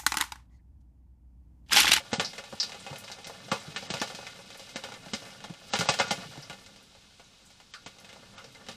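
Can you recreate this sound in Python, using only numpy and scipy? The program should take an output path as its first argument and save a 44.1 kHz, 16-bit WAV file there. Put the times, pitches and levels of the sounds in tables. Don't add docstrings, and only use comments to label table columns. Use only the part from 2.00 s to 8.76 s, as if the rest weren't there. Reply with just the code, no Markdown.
import sys
import numpy as np
from scipy import signal
from scipy.fft import rfft, irfft, next_fast_len
from scipy.io import wavfile
from scipy.ndimage import uniform_filter1d

SR = 44100
rng = np.random.default_rng(int(sys.argv[2]) if len(sys.argv) > 2 else 0)


def master_out(mix):
    frames = np.transpose(np.atleast_2d(mix))
    ceiling = np.clip(frames, -1, 1)
    pcm = np.round(ceiling * 32767).astype(np.int16)
    wavfile.write(sys.argv[1], SR, pcm)


def undo_db(level):
    steps = np.asarray(level, float) / 20
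    return 10 ** steps


N = 298097
ECHO_SIZE = 8192
CUT_HZ = 15480

# start in seconds, crack in dB, hollowness in dB, brightness in dB.
SNAPS = [(.13, -31.5, 1.5, -4.5), (.196, -26.5, -5.5, -16), (.247, -48.5, -4, 11), (.38, -40.5, -4, -12),
         (0.601, -42.5, -11, 12), (.629, -40.5, -9.5, 3), (.864, -43, -0.5, -24), (1.115, -46, -43, 4),
         (1.515, -30, -1, -11.5), (1.559, -44, -0.5, -18), (1.761, -33, -10, -21), (1.902, -36, -4.5, -3.5),
         (1.938, -36, -0.5, -5), (1.969, -41, -11, -20), (2.015, -32, -1, -5.5), (2.148, -44, -9, -0.5),
         (2.758, -37, -3, -6), (2.837, -40, -2.5, -10), (3.134, -35, -7, -1), (3.439, -43.5, -2, -14),
         (3.735, -29.5, 0.5, -4.5), (3.754, -30.5, -14, -26), (3.788, -33, -7, 1), (3.808, -31.5, -1.5, -6),
         (3.8875, -23.5, -1, -5), (3.938, -34.5, -9, -6), (3.998, -25.5, 0, -16), (4.1071, -29, -1.5, -5),
         (5.861, -45, -3, -7), (6.685, -42.5, -4, -8)]


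def at_hz(points, hz):
    point_hz, point_db = np.transpose(points)
    return np.interp(np.log(hz + 1), np.log(point_hz), point_db)


def band(x, low_hz, high_hz):
    return signal.sosfilt(signal.butter(3, [low_hz, high_hz], "band", fs=SR, output="sos"), x)


def rms_one(x):
    return x / np.sqrt(np.mean(x ** 2) + 1e-20)


def box_colour(count):
    # centre in Hz, width in Hz, height in dB.
    box_modes = [(199, 83, -3), (549, 52, 2.5), (816, 74, -2), (1165, 46, -4.5), (1438, 79, 1),
                 (1772, 91, -2), (2080, 100, 1), (2263, 45, -2), (2538, 42, 1), (2875, 174, -3),
                 (3163, 55, -2), (3900, 410, -7), (4730, 270, -7)]
    # frequency in Hz, level in dB per Hz.
    straw_colour = [(30, -53), (90, -8.5), (340, -18.5), (450, -4.5), (640, -4), (900, -7), (1050, -10.5),
                    (1930, -8), (2200, -8.5), (5200, -6.5), (8300, -17.5), (9200, -22.5), (15500, -36)]
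    hz = np.arange(ECHO_SIZE + 1) * SR / ECHO_SIZE / 2
    centre, width, db = np.transpose(box_modes)[:, :, None]
    peaks = undo_db(2 * db) / (1 + (2 * (hz - centre) / np.maximum(width, 45)) ** 2) ** 2
    strength = undo_db(rng.uniform(-8, 4, (10, len(db))))
    power = undo_db(2 * at_hz(straw_colour, hz)) + strength @ peaks
    cepstrum = irfft(np.log(power) / 2)
    cepstrum[:, 1:ECHO_SIZE] *= 2
    cepstrum[:, ECHO_SIZE + 1:] = 0
    return np.exp(rfft(cepstrum))[np.arange(count) % 10]


def box_echoes(count, direct_db=10.0, first_t60=0.16, second_db=1.5, second_t60=0.098):
    t = np.arange(ECHO_SIZE) / SR
    white = rng.standard_normal((count, ECHO_SIZE))
    white[:, :8] += undo_db(direct_db) * np.hanning(8)
    dying = white * (undo_db(-60 * t / first_t60) + undo_db(second_db - 60 * t / second_t60))
    return irfft(rfft(dying, 2 * ECHO_SIZE) * box_colour(count))[:, :ECHO_SIZE]


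def struck(times, levels_db, echoes):
    out = np.zeros(N + ECHO_SIZE)
    for s, db, echo in zip(times, levels_db, echoes):
        at = int((s + .0008) * SR)
        out[at:at + ECHO_SIZE] += undo_db(db) * echo / np.std(echo[:SR // 100])
    return out[:N]


def crackle(per_s, spread_db, low_hz, high_hz):
    sizes = undo_db(spread_db * np.minimum(rng.exponential(1, N), 3)) * rng.choice([-1, 1], N)
    happens = rng.random(N) < per_s / SR
    cracks = sizes * happens * (rng.integers(0, 6, N) == np.arange(6)[:, None])
    echoes = band(box_echoes(count=6), low_hz, high_hz)
    size = next_fast_len(N + ECHO_SIZE)
    echoing = (rfft(cracks, size) * rfft(echoes, size)).sum(0)
    return rms_one(irfft(echoing, size)[:N])


def settling():
    settle_db, settle_t60_s = -13, 0.44
    s, crack = np.transpose(SNAPS)[:2]
    kicks = np.full(N, 1e-18)
    kicks[(s * SR).astype(int)] = undo_db(2 * (crack + settle_db))
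    return signal.lfilter([1], [1, -undo_db(-2 * 60 / (settle_t60_s * SR))], kicks)


def shuffle():
    # start in seconds, stir of the straw in dB, weight on the board in dB.
    movements = [(0, -52.5, -3), (.3, -51.5, -1), (.5, -53, -5.5), (.7, -51.5, -1), (1.2, -55, -0.5),
                 (1.4, -53, 1), (1.86, -49, -1), (2.2, -49.5, -2), (2.46, -54.5, -1), (2.6, -51.5, -3),
                 (3.02, -55, 1.5), (3.27, -50, -1), (3.56, -61, 0.5), (3.82, -42, -3.5), (4.3, -51, 1.5),
                 (4.9, -64, -1.5), (5.7, -65.5, -4.5), (6.1, -60, 3.5)]
    rumble_db, coarse_db, sizzle_db = -3.5, -1.55, -11
    rumble_follows, sizzle_follows = 1.33, 0.85
    quiet_fade_db = -59.5
    s, *controls = np.transpose(movements)
    stir, weight = (np.interp(np.arange(N) / SR, s, db) for db in controls)
    stir = 10 * np.log10(undo_db(2 * stir) + settling())
    swing = stir - np.mean(stir)
    rumble = undo_db(stir + rumble_db + (rumble_follows - 1.5) * swing + weight)
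    coarse = undo_db(stir + coarse_db + weight)
    resting = 2.5 * np.minimum(stir - quiet_fade_db, 0)
    sizzle = undo_db(stir + sizzle_db + (sizzle_follows - 1) * swing + resting)
    return (rumble * crackle(400, 1.0, low_hz=95, high_hz=323)
            + coarse * crackle(200, 3.6, low_hz=365, high_hz=1840)
            + undo_db(stir) * crackle(400, 0.82, low_hz=2150, high_hz=8000)
            + sizzle * crackle(600, 4.2, low_hz=8300, high_hz=15400))


def hush():
    # frequency in Hz, level in dB.
    hush_colour = [(12, -30), (20, 1.5), (148, -3), (372, -11.5), (534, -13), (1450, -13), (1920, -16),
                   (3850, -8), (8400, -18), (15500, -35)]
    hush_db = -54.5
    hz = np.arange(N // 2 + 1) * SR / N
    coloured = rfft(rng.standard_normal(N)) * undo_db(at_hz(hush_colour, hz))
    return undo_db(hush_db - 5.5) * rms_one(irfft(coloured, N))


def snaps():
    # start in seconds, crack in dB, hollowness in dB.
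    blade_cracks = [(.001, -47, -1), (.118, -45, -15), (.332, -45, -5), (.438, -48, -3), (0.719, -44, -6.5),
                    (0.958, -44.5, -5), (1.078, -46, -18), (1.999, -43, -25), (2.267, -42.5, -15),
                    (2.503, -49, -4.5), (2.545, -51, -3.5), (2.939, -46.5, -8), (3.083, -52, -16),
                    (3.253, -53, -14), (3.537, -51.5, -11), (3.856, -43, 2), (4.497, -42.5, -4),
                    (5.6, -54.5, -4.5), (5.737, -43.5, -21), (6.045, -51, -7), (6.09, -51, -17),
                    (6.38, -49, -9), (6.548, -52.5, -7), (6.664, -52, -5.5)]
    # start in seconds, crack in dB, hollowness in dB.
    bundle_knocks = [(.525, -55.5, 13.5), (.744, -48, -0.5), (.901, -49.5, -1), (.928, -52, 9.5),
                     (1.099, -54.5, 7), (1.185, -52.5, 3.5), (1.296, -56, 12), (1.482, -60, 10),
                     (2.099, -49, 4.5), (2.187, -61.5, 17), (2.226, -62.5, 13.5), (2.389, -54, 3),
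                     (2.885, -51.5, 3), (2.919, -49, 2), (3.06, -53, 3), (3.404, -51.5, -9),
                     (3.496, -53, 1.5), (4.242, -59, 7.5), (4.356, -63, 11), (4.374, -52.5, 0),
                     (4.528, -47.5, -4), (4.949, -60, 1.5), (5.196, -56, 1.5), (6.128, -52.5, -3),
                     (6.159, -61, 7), (6.442, -53.5, -0.5)]
    # start in seconds, crack in dB, hollowness in dB.
    tip_ticks = [(.693, -50, 0), (1.038, -50, -2), (1.244, -47, -13), (1.269, -47, -3), (1.825, -51.5, 6),
                 (2.074, -47, -8), (2.595, -52, 2), (2.665, -66, -11), (2.691, -52, -7), (3.22, -55.5, 4),
                 (3.728, -46.5, 0), (3.988, -35, -0.5), (4.081, -44.5, -15), (4.423, -61, -17),
                 (4.661, -53.5, -9), (4.76, -57.5, -2), (5.503, -60.5, -3), (5.984, -58, -4),
                 (6.713, -52.5, -29)]
    knock_bright_db, crack_bright_db, tick_bright_db = -10.5, -13.5, 0
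    spit_db, spit_follows = -3, 0.36
    rows = list(SNAPS)
    rows += [(s, db, hollow, hollow + knock_bright_db) for s, db, hollow in bundle_knocks]
    rows += [(*row, crack_bright_db) for row in blade_cracks]
    rows += [(*row, tick_bright_db) for row in tip_ticks]
    s, crack, hollow, bright = np.transpose(rows)
    near, far = box_echoes(count=len(s)), box_echoes(count=len(s))
    return (struck(s, crack + hollow + 2.8, band(near, low_hz=317, high_hz=1230))
            + struck(s, crack + 0.95, band(far, low_hz=1080, high_hz=3790))
            + struck(s, crack + bright + 0.23, band(near, low_hz=3720, high_hz=6570))
            + struck(s, crack + spit_db + spit_follows * bright, band(far, low_hz=6420, high_hz=18200)))


def thuds(rise_s=0.0016):
    # start in seconds, peak in dB, pitch in Hz, t60 in seconds.
    footfalls = [(.122, -25, 227, 0.059), (0.177, -28.5, 178, 0.1), (0.523, -37.5, 216, 0.067),
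                 (.904, -34.5, 140, .11), (1.255, -47.5, 199, 0.17), (1.452, -46, 140, .08),
                 (1.513, -23.5, 220, 0.026), (1.673, -34.5, 150, 0.071), (1.817, -48, 170, 0.086),
                 (1.898, -29.5, 190, 0.027), (1.933, -33.5, 139, .095), (2.008, -28.5, 230, 0.036),
                 (2.136, -42, 181, 0.081), (2.751, -34, 224, 0.034), (3.059, -43, 180, 0.07),
                 (3.127, -29.5, 222, 0.056), (3.434, -44.5, 216, 0.065), (3.493, -32.5, 168.5, 0.082),
                 (3.728, -33.5, 219, 0.15), (3.786, -25, 167, 0.14), (3.886, -25, 153, 0.04),
                 (3.993, -32, 207, 0.072), (4.104, -28, 207, 0.041), (4.173, -38, 182, .11),
                 (4.25, -41, 156, 0.23), (4.371, -37, 146, .093), (4.491, -41, 153, 0.083),
                 (5.857, -43, 160, .043), (6.464, -54, 170, 0.14), (6.682, -42, 225, 0.067)]
    s, peak, hz, t60 = np.transpose(footfalls)
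    t = np.arange(ECHO_SIZE) / SR
    uneven = rms_one(band(rng.standard_normal((len(s), ECHO_SIZE)), 59, 298))
    swing = np.sin(2 * np.pi * hz[:, None] * t) + 0.48 * uneven
    dying = undo_db(-60 * t / np.clip(t60, .03, .3)[:, None])
    return struck(s + 0.00461, peak - 5.0, swing * (1 - np.exp(-t / rise_s)) * dying)


def pings(spread=1.163):
    # start in seconds, peak in dB, pitch in Hz.
    thin_stalks = [(0.2456, -23, 5020), (0.599, -14.5, 5020), (2.2665, -35, 2180), (0.629, -25.5, 4200),
                   (0.798, -43, 8400), (1.046, -42, 4500), (1.599, -44, 8160), (1.998, -31, 5150),
                   (4.4243, -36.5, 5350), (5.24, -52, 6640), (5.4594, -49, 8330), (5.984, -46, 5760),
                   (6.4407, -42.5, 5300), (5.738, -37, 4560)]
    # start in seconds, peak in dB, pitch in Hz.
    thick_joints = [
        (1.5151, -22, 1156),
        (3.9979, -20, 1410),
        (5.74, -37.5, 1410),
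        (6.3777, -38, 1220),
    ]
    # start in seconds, peak in dB.
    chaff_hisses = [(0.5482, -50), (0.983, -38.5), (0.998, -47), (1.272, -42), (2.573, -45), (3.262, -53),
                    (3.676, -54), (4.4194, -52), (4.6154, -55), (4.8264, -55), (5.4515, -57), (5.9994, -51),
                    (6.1265, -59), (6.5226, -56)]
    s, peak, hz = np.transpose(thin_stalks + thick_joints)
    echoes = box_echoes(count=len(s), second_db=1.0, second_t60=0.17)
    slices = [band(echo, f / spread, f * spread) for f, echo in zip(hz, echoes)]
    at, db = np.transpose(chaff_hisses)
    chaff = band(box_echoes(count=len(at)), low_hz=9750, high_hz=17600)
    return struck(s, peak - 11.0, slices) + struck(at, db - 9.0, chaff)


def dipped(x):
    # centre in Hz, width in Hz, depth in dB.
    wall_dips = [(608, 69, -6.5), (1064, 33, -1.5), (1935, 134, -7.5), (2300, 71, -1.5)]
    for hz, width_hz, db in wall_dips:
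        c, a = -2 * np.cos(2 * np.pi * hz / SR), np.pi * width_hz / SR
        x = signal.lfilter([1 + a * undo_db(db), c, 1 - a * undo_db(db)], [1 + a, c, 1 - a], x)
    return x


def scene():
    board = band(thuds(), low_hz=71, high_hz=2000)
    return dipped(snaps() + pings() + board + shuffle() + hush())[None]


def starved(top, share, depth_db):
    hz, t, cells = signal.stft(top, SR, nperseg=1024)
    dice = rng.random((len(hz) // 5 + 1, len(t) // 3 + 1))
    dice = np.kron(dice, np.ones((5, 3)))[:len(hz), :len(t)]
    holes = dice < share * (hz[:, None] / CUT_HZ) ** 2
    return signal.istft(cells * np.where(holes, undo_db(depth_db), 1), SR, nperseg=1024)[1][:N]


def band_limit(x):
    return signal.sosfilt(signal.butter(12, 15680, fs=SR, output="sos"), x)


def record(dry):
    # start in seconds, end in seconds.
    treble_drops = [(.115, .208), (.595, .622), (1.237, 1.263), (1.495, 1.52), (1.753, 1.776),
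                    (1.875, 1.93), (2.741, 2.768), (3.123, 3.15), (3.7, 3.76), (3.86, 3.92), (3.987, 4.015),
                    (4.083, 4.112), (5.716, 5.745), (5.844, 5.871), (6.356, 6.385)]
    top_hz = 8700
    kept, t = np.ones(N), np.arange(N) / SR
    for start, end in treble_drops:
        kept[(t > start) & (t < end)] = undo_db(-40.0)
    hz = np.arange(N // 2 + 1) * SR / N
    spectrum = rfft(dry)
    below = irfft(spectrum * (hz <= top_hz), N)
    top = irfft(spectrum * (hz > top_hz) * (hz < CUT_HZ), N)
    top = starved(top[0], share=0.37, depth_db=-28.0)
    mix = below + top * uniform_filter1d(kept, size=100)
    return band_limit(mix)


dry = scene()
out = record(dry)
master_out(out)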